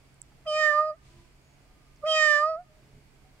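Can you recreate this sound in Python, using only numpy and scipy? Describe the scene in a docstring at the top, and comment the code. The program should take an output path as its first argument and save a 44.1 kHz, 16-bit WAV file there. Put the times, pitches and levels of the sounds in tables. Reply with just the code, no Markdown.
"""A kitten meows twice, close by, on a bed in a quiet room.
Each meow is a clean tone from the vocal folds, rich in harmonics (multiples of its pitch). It starts
through the nose, the mouth opens, and its resonance slides down across the harmonics as it closes.
Breath adds a little rasp. The room rings briefly at the meow's pitch after the second meow. Around it
lie small ticks, rustling bedding, bumps of a hand on a phone, faint far-off tones, hum and rumble."""
import sys
import numpy as np
from scipy import signal
from scipy.fft import rfft, irfft
from scipy.io import wavfile
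from scipy.ndimage import uniform_filter1d

SR = 44100
rng = np.random.default_rng(int(sys.argv[2]) if len(sys.argv) > 2 else 0)


def to_wav(s):
    """Save 16-bit WAV."""
    ch = np.atleast_2d(s).T  # columns
    pcm = np.round(np.clip(ch, -1, 1) * 32767)  # PCM
    wavfile.write(sys.argv[1], SR, pcm.astype(np.int16))


N = 149940
t = np.arange(N) / SR
FREQS_HZ = np.fft.rfftfreq(N, 1 / SR)
BACKGROUND_PAN_DB, MOUTH_WIDTH_HZ = -2.5, 255


def gain(db):
    return 10 ** (np.asarray(db) / 20)


def normalize(x):
    return x / np.sqrt(np.mean(x ** 2))


def curve(hz, points):
    """Read between (Hz, value) points, giving each octave equal room."""
    freqs, values = np.array(points, float).T
    return np.interp(np.log(np.maximum(hz, 1)), np.log(freqs), values)


def noise(colour_db):
    """Noise of strength 1, coloured by a gain for each of FREQS_HZ."""
    return normalize(irfft(rfft(rng.standard_normal(N)) * gain(colour_db), N))


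def band(hz, width):
    """Noise around one pitch; width is a share of that pitch."""
    offset = (FREQS_HZ + 1) / hz - hz / (FREQS_HZ + 1)
    return noise(-20 * np.log10(1 + (offset / width) ** 2))


def wander(rate):
    """A random drift that turns rate times a second."""
    hold = max(int(SR / rate), 1)
    steps = np.repeat(rng.standard_normal(N // hold + 1), hold)
    return normalize(uniform_filter1d(steps, hold)[:N])


def swell(at, half):
    """A bell-shaped rise and fall."""
    return np.exp(-((t - at) / half) ** 2)


def bursts(rows, width):
    """Bands of noise that each swell and fade."""
    return sum(gain(db) * swell(at, half) * band(hz, width) for at, half, db, hz in rows)


def pan(db):
    """Left and right gains, the left higher by db."""
    sides = gain(np.array([db, -db]).reshape(2, -1) / 2)
    return sides / np.sqrt(np.mean(sides ** 2, axis=0))


def room():
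    """Low rumble, faint hiss and a wavering hum."""
    # colour of the room's noise: frequency_hz, gain_db
    colour = [(12, -34), (20, 1.5), (59, -2.5), (106, -11), (137, -8.5), (166, -12.5), (196, -10.5),
              (225, -16), (274, -13.5), (382, -19), (427, -17.5), (505, -23.5), (631, -18.5), (811, -23.5),
              (1340, -26.5), (1450, -27), (1580, -25), (1770, -28.5), (2150, -25), (3960, -35),
              (4550, -31.5), (6190, -36.5), (6720, -36), (7730, -35.5), (15500, -47)]
    # how much left and right differ: frequency_hz, gain_db
    spread = [(30, -11.5), (250, -7), (1000, -2), (4000, 1.5), (12000, -1.5)]
    colour_db = curve(FREQS_HZ, colour)
    middle = noise(colour_db) * gain(0.46 * wander(11))
    side = irfft(rfft(noise(colour_db)) * gain(curve(FREQS_HZ, spread)), N)
    rumble = gain(-59) * np.array([middle + side, middle - side])
    hum_hz = 135 * (1 + .012 * wander(12))
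    hum = np.sqrt(2) * np.sin(2 * np.pi * np.cumsum(hum_hz) / SR) * gain(-64.5 + 2 * wander(2.6))
    return pan(BACKGROUND_PAN_DB) * (rumble + hum)


def faint_tones():
    """Faint far-off tones, and the room ringing briefly at the meow's pitch after the second meow."""
    # tones: peak_s, half_length_s, level_db, pitch_hz
    tones = [(1.2, 0.12, -72, 1000), (1.242, 0.14, -68, 344.7), (1.5, 0.11, -78, 6700),
             (1.55, 0.076, -75.5, 880), (1.699, .1, -72, 737), (1.806, 0.21, -74, 1218),
             (2.708, 0.11, -66.5, 618.6), (2.902, 0.13, -68, 424), (2.996, .03, -74.5, 2220),
             (3.27, .08, -71, 753)]
    return pan(BACKGROUND_PAN_DB) * bursts(tones, width=0.026)


def room_echo(sound, level_db=-38, ring_s=0.94):
    """A furnished bedroom rings faintly, dying by 60 dB in ring_s."""
    tail = rng.standard_normal((2, N)) * np.exp(-np.log(1000) * t / ring_s)
    tail /= np.sqrt(np.sum(tail ** 2, axis=1, keepdims=True))
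    return gain(level_db) * signal.fftconvolve(sound.mean(axis=0)[None], tail, axes=1)[:, :N]


def bedding():
    """Cloth rustles softly."""
    # rustles: peak_s, half_length_s, level_db
    rustles = [(1.063, 0.036, -69.5), (1.159, 0.15, -68.5)]
    # colour of the cloth: frequency_hz, gain_db
    colour = [(200, -3), (1000, -3), (3000, 8), (5500, 3), (9000, 1.5), (12000, -36)]
    cloth = np.array([noise(curve(FREQS_HZ, colour)) for _ in range(2)])
    return cloth * sum(gain(db) * swell(at, half) for at, half, db in rustles)


def hand_bumps():
    """The hand holding the phone makes soft, low bumps."""
    # bumps: peak_s, half_length_s, level_db, centre_hz
    bumps = [(.323, 0.006, -60.5, 740), (1.07, .04, -55.5, 55), (1.18, .025, -54, 58),
             (1.77, 0.074, -62.5, 54.6), (2.853, .03, -61.5, 137.4), (2.968, 0.052, -54.5, 91.5),
             (3.209, 0.044, -63, 100)]
    return pan(BACKGROUND_PAN_DB) * bursts(bumps, width=1.2)


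def ticks(rise_s=.0003, decay_s=.0009):
    """Tiny wet clicks and bedding ticks die in a few milliseconds."""
    # clicks: peak_s, level_db, centre_hz, left_minus_right_db
    clicks = [(.1435, -55.5, 8500, 4), (.2175, -35.5, 7870, -11), (.228, -55.5, 8000, 2),
              (0.563, -51.5, 8000, -2), (0.58, -57.5, 8300, -2), (1.5198, -60, 4640, 6.5),
              (1.961, -57.5, 5930, -12.5), (1.973, -60, 5050, -2), (3.292, -66, 4680, -6)]
    sound = np.zeros((2, N))
    for at, db, hz, pan_db in clicks:
        shape = np.exp(-(np.minimum(t - at, 0) / rise_s) ** 2 - np.maximum(t - at, 0) / decay_s)
        sound += pan(pan_db) * gain(db) * band(hz, width=0.15) * shape
    return sound


def teeth_hiss(top_hz=10200):
    """Air hisses past the teeth."""
    # hisses: peak_s, half_length_s, level_db, centre_hz
    hisses = [(0.592, .04, -63.5, 8200), (0.681, .025, -64, 6560), (2.16, .018, -58, 8300),
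              (2.27, .055, -60, 7500), (2.411, .04, -63.5, 7300)]
    return signal.sosfilt(signal.butter(8, top_hz, fs=SR, output="sos"), bursts(hisses, width=0.3))


def airway_db(hz, when, meow, voice_db=3.5, mouth_boost_db=21):
    """Throat, mouth, lips and nose boost some frequencies and weaken others."""
    # colour of voice box and throat: frequency_hz, gain_db
    throat = [(600, 0.0), (1200, -5.6), (1850, -10.9), (2450, -30.1), (3100, -24.8), (3700, -29.5),
              (4300, -30.2), (5000, -23.3), (6200, -33.2), (7400, -28.8), (8200, -39.1), (9500, -45.2),
              (10200, -53), (11000, -70)]
    # colour of shut lips: frequency_hz, gain_db
    lips = [(1400, -1), (2400, 4.5), (3100, -9), (3700, -7.5), (4400, 8), (5000, 4), (5600, -8.5),
            (6700, -3.5), (9000, -4.5)]
    # upper colour of the nose: frequency_hz, db_per_db_of_nose_dip
    nose = [(3100, 0), (3900, -0.49), (4400, -0.02), (5000, 0.13), (5600, 0.2048), (6300, -.35),
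            (7400, -0.16), (8000, -0.38), (8700, 0.65), (10000, -0.5)]
    dip_hz, dip_width_hz = 1830, 414
    treble_from_hz, treble_full_hz = 920, 3000
    open_hz, shut_hz = 1700, 970  # the lips close as the mouth's resonance falls between these
    times, *columns = np.array(meow, float).T
    level, mouth_hz, bright, dip = (np.interp(when, times, column) for column in columns)
    fade = -2000 * np.maximum(0, np.maximum(times[0] - when, when - times[-1]))  # outside the meow
    offset = (hz ** 2 - mouth_hz ** 2) / (hz * MOUTH_WIDTH_HZ)
    mouth_db = 10 * np.log10(1 + gain(mouth_boost_db) ** 2 / (1 + offset ** 2))
    treble = np.clip(np.log(hz / treble_from_hz) / np.log(treble_full_hz / treble_from_hz), 0, 1)
    lips_db = np.clip((open_hz - mouth_hz) / (open_hz - shut_hz), 0, 1) * curve(hz, lips)
    nose_db = dip * (curve(hz, nose) - np.exp(-((hz - dip_hz) / dip_width_hz) ** 2))
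    return voice_db + level + fade + curve(hz, throat) + mouth_db + bright * treble + lips_db + nose_db


def breath(meow, phase, bright, air_db=-20.5):
    """The vocal folds chop air into puffs, which the moving mouth shapes."""
    # colour of breath compared with the voice: frequency_hz, gain_db
    colour = [(300, -24), (700, -15.5), (1300, -16.5), (2000, -3), (2700, 5.5), (3500, 4), (4100, -2.5),
              (5000, 3.5), (7000, 6), (9000, 9), (10500, -8)]
    # brief rasps: peak_s, half_length_s, extra_air_db
    rasps = [(0.661, .011, 17), (.7, .018, 11), (2.09, .014, 13.5), (2.16, 0.01, 9), (2.243, .03, 7.5),
             (2.302, .012, 10.5), (2.38, .05, 9.5)]
    rasp_db = sum(db * swell(at, half) for at, half, db in rasps)
    puffs = rng.standard_normal(N) * (1 + .7 * np.cos(phase))
    puffs *= gain(air_db + rasp_db + .55 * np.maximum(bright, 0))
    hz, when, slices = signal.stft(puffs, SR, nperseg=256)
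    hz = hz[:, None] + 1
    return signal.istft(slices * gain(airway_db(hz, when, meow) + curve(hz, colour)), SR)[1][:N]


def voice(meow, pitch, harmonics=17, jitter=0.0016, waver=0.0014, shimmer_db=0.22, lead_rad=1.3):
    """One meow: vibrating vocal folds send a tone and breath through the moving mouth."""
    pitch_hz = np.interp(t, *np.array(pitch).T) * (1 + jitter * wander(500) + waver * wander(60))
    phase = 2 * np.pi * np.cumsum(pitch_hz) / SR
    times, _, mouth_hz, bright, _ = np.array(meow, float).T
    mouth_hz, bright = np.interp(t, times, mouth_hz), np.interp(t, times, bright)
    on = (t > times[0] - .02) & (t < times[-1] + .02)
    tone = np.zeros(N)
    for k in range(1, harmonics + 1):
        hz = k * pitch_hz[on]
        flutter_db = 1.5 * min(k / 10, 1) * wander(90)[on]
        # harmonics above the mouth's resonance lag half a turn; the throat spreads high ones further
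        lag = np.arctan2(hz * MOUTH_WIDTH_HZ, mouth_hz[on] ** 2 - hz ** 2)
        lag += np.pi * k * (k - 1) / harmonics
        strength = gain(airway_db(hz, t[on], meow) + flutter_db)
        tone[on] += strength * np.cos(k * phase[on] + lead_rad - lag)
    air = breath(meow, phase, bright)
    return tone * gain(shimmer_db * wander(300)) + air


def kitten():
    """Both meows reach two microphones with different colour, the right one a little later."""
    # shape of each meow: time_s, gain_db, mouth_resonance_hz, brightness_db, nose_dip_db
    first_meow = [(0.452, -68.5, 1620, -9.5, 12.5), (0.466, -36.5, 3020, -11, 14),
                  (0.48, -31, 3100, -3.5, 28), (0.525, -29, 2810, 1, 19.5), (0.58, -28, 2335, 4, 6.5),
                  (0.635, -30.5, 2085, 7.5, -0.5), (0.695, -33, 1838, 2.5, 0), (0.745, -34.5, 1400, 1.5, 0),
                  (0.795, -33.5, 1242, -2, 6), (0.84, -38, 1013, -5, 5.5), (0.905, -41, 993, -4.5, 20),
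                  (0.93, -53, 873, -10, 1.5), (0.96, -75.5, 891, -6, -6)]
    second_meow = [(2.022, -72, 903, -26, 8.5), (2.04, -33, 1631, -27.5, 34.5),
                   (2.07, -27, 2860, -4.5, 7.5), (2.11, -26.5, 3280, 4.5, 17), (2.165, -27.5, 2587, 9.5, 2),
                   (2.225, -31.5, 2122, 13.5, -1.5), (2.355, -33.5, 1812, 10, 3),
                   (2.4, -34, 1497, 4.5, 1.5), (2.447, -36, 1203, -0.5, 8), (2.495, -38, 960, -0.5, 13),
                   (2.555, -42, 1053, -9.5, 16), (2.605, -58.5, 835, -19, -4.5),
                   (2.64, -78, 824, -4.5, 14.5)]
    # tune of each meow: time_s, pitch_hz
    first_pitch = [(0.46, 660), (0.47, 621), (0.518, 609.4), (0.594, 619.7), (0.728, 594.2), (0.824, 616),
                   (0.898, 619.5), (0.916, 604.3), (0.938, 617), (0.948, 657), (0.955, 659)]
    second_pitch = [(2.03, 596), (2.042, 594), (2.072, 633.8), (2.178, 624), (2.348, 591.3), (2.402, 595),
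                    (2.502, 642.5), (2.556, 631.6), (2.588, 698), (2.596, 709), (2.614, 728), (2.63, 720)]
    # catches in the voice as the mouth opens and shuts: peak_s, half_length_s, level_db, centre_hz
    catches = [(.456, 0.0036, -58.5, 1190), (.461, .003, -59.5, 1900), (.471, 0.005, -49.5, 2580),
               (0.665, .007, -39, 2020), (2.051, 0.0056, -54, 1440), (2.063, .006, -46, 1970),
               (2.496, 0.0036, -51.5, 980)]
    # which side is louder: frequency_hz, left_minus_right_db
    balance = [(610, -1), (1220, -6.5), (1830, -14), (2150, -4.5), (2450, 8.5), (3100, -7.5), (3700, -10.5),
               (4300, -1.5), (4900, 9), (5500, -13.5), (6100, -23.5), (7400, -22.5), (8000, -0.5),
               (8700, 11.5), (10000, 0.5)]
    # how far the left side is ahead: frequency_hz, phase_radians
    left_lead = [(610, 0.18), (1220, 0.07), (1830, 1.09), (2450, 1.54), (3100, 1.5), (4300, 2), (5000, 2.3),
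                 (6100, 3), (8000, 1.5), (10000, 2.5)]
    meows = voice(first_meow, first_pitch) + voice(second_meow, second_pitch)
    meows += bursts(catches, width=0.14) + teeth_hiss()
    right_delay = np.exp(-1j * curve(FREQS_HZ, left_lead) * np.array([[0], [1]]))
    return irfft(rfft(meows) * pan(curve(FREQS_HZ, balance)) * right_delay, N)


def scene():
    """The kitten up close; the background sinks while it is loud and then recovers."""
    sink_above_db, sink_ratio, smooth_s = -42.5, 1.4, 0.051
    near = kitten() + ticks()
    memory = np.exp(-1 / (smooth_s * SR))
    loudness = np.sqrt(signal.lfilter([1 - memory], [1, -memory], np.mean(near ** 2, axis=0)))
    sink = np.maximum(loudness / gain(sink_above_db), 1) ** (1 / sink_ratio - 1)
    return near + room_echo(near) + sink * (room() + bedding() + hand_bumps() + faint_tones())


def record(dry):
    """The phone cuts the highest treble."""
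    top_hz = 15700
    return signal.sosfilt(signal.ellip(10, .1, 80, top_hz, fs=SR, output="sos"), dry)


dry = scene()
out = record(dry)
to_wav(out)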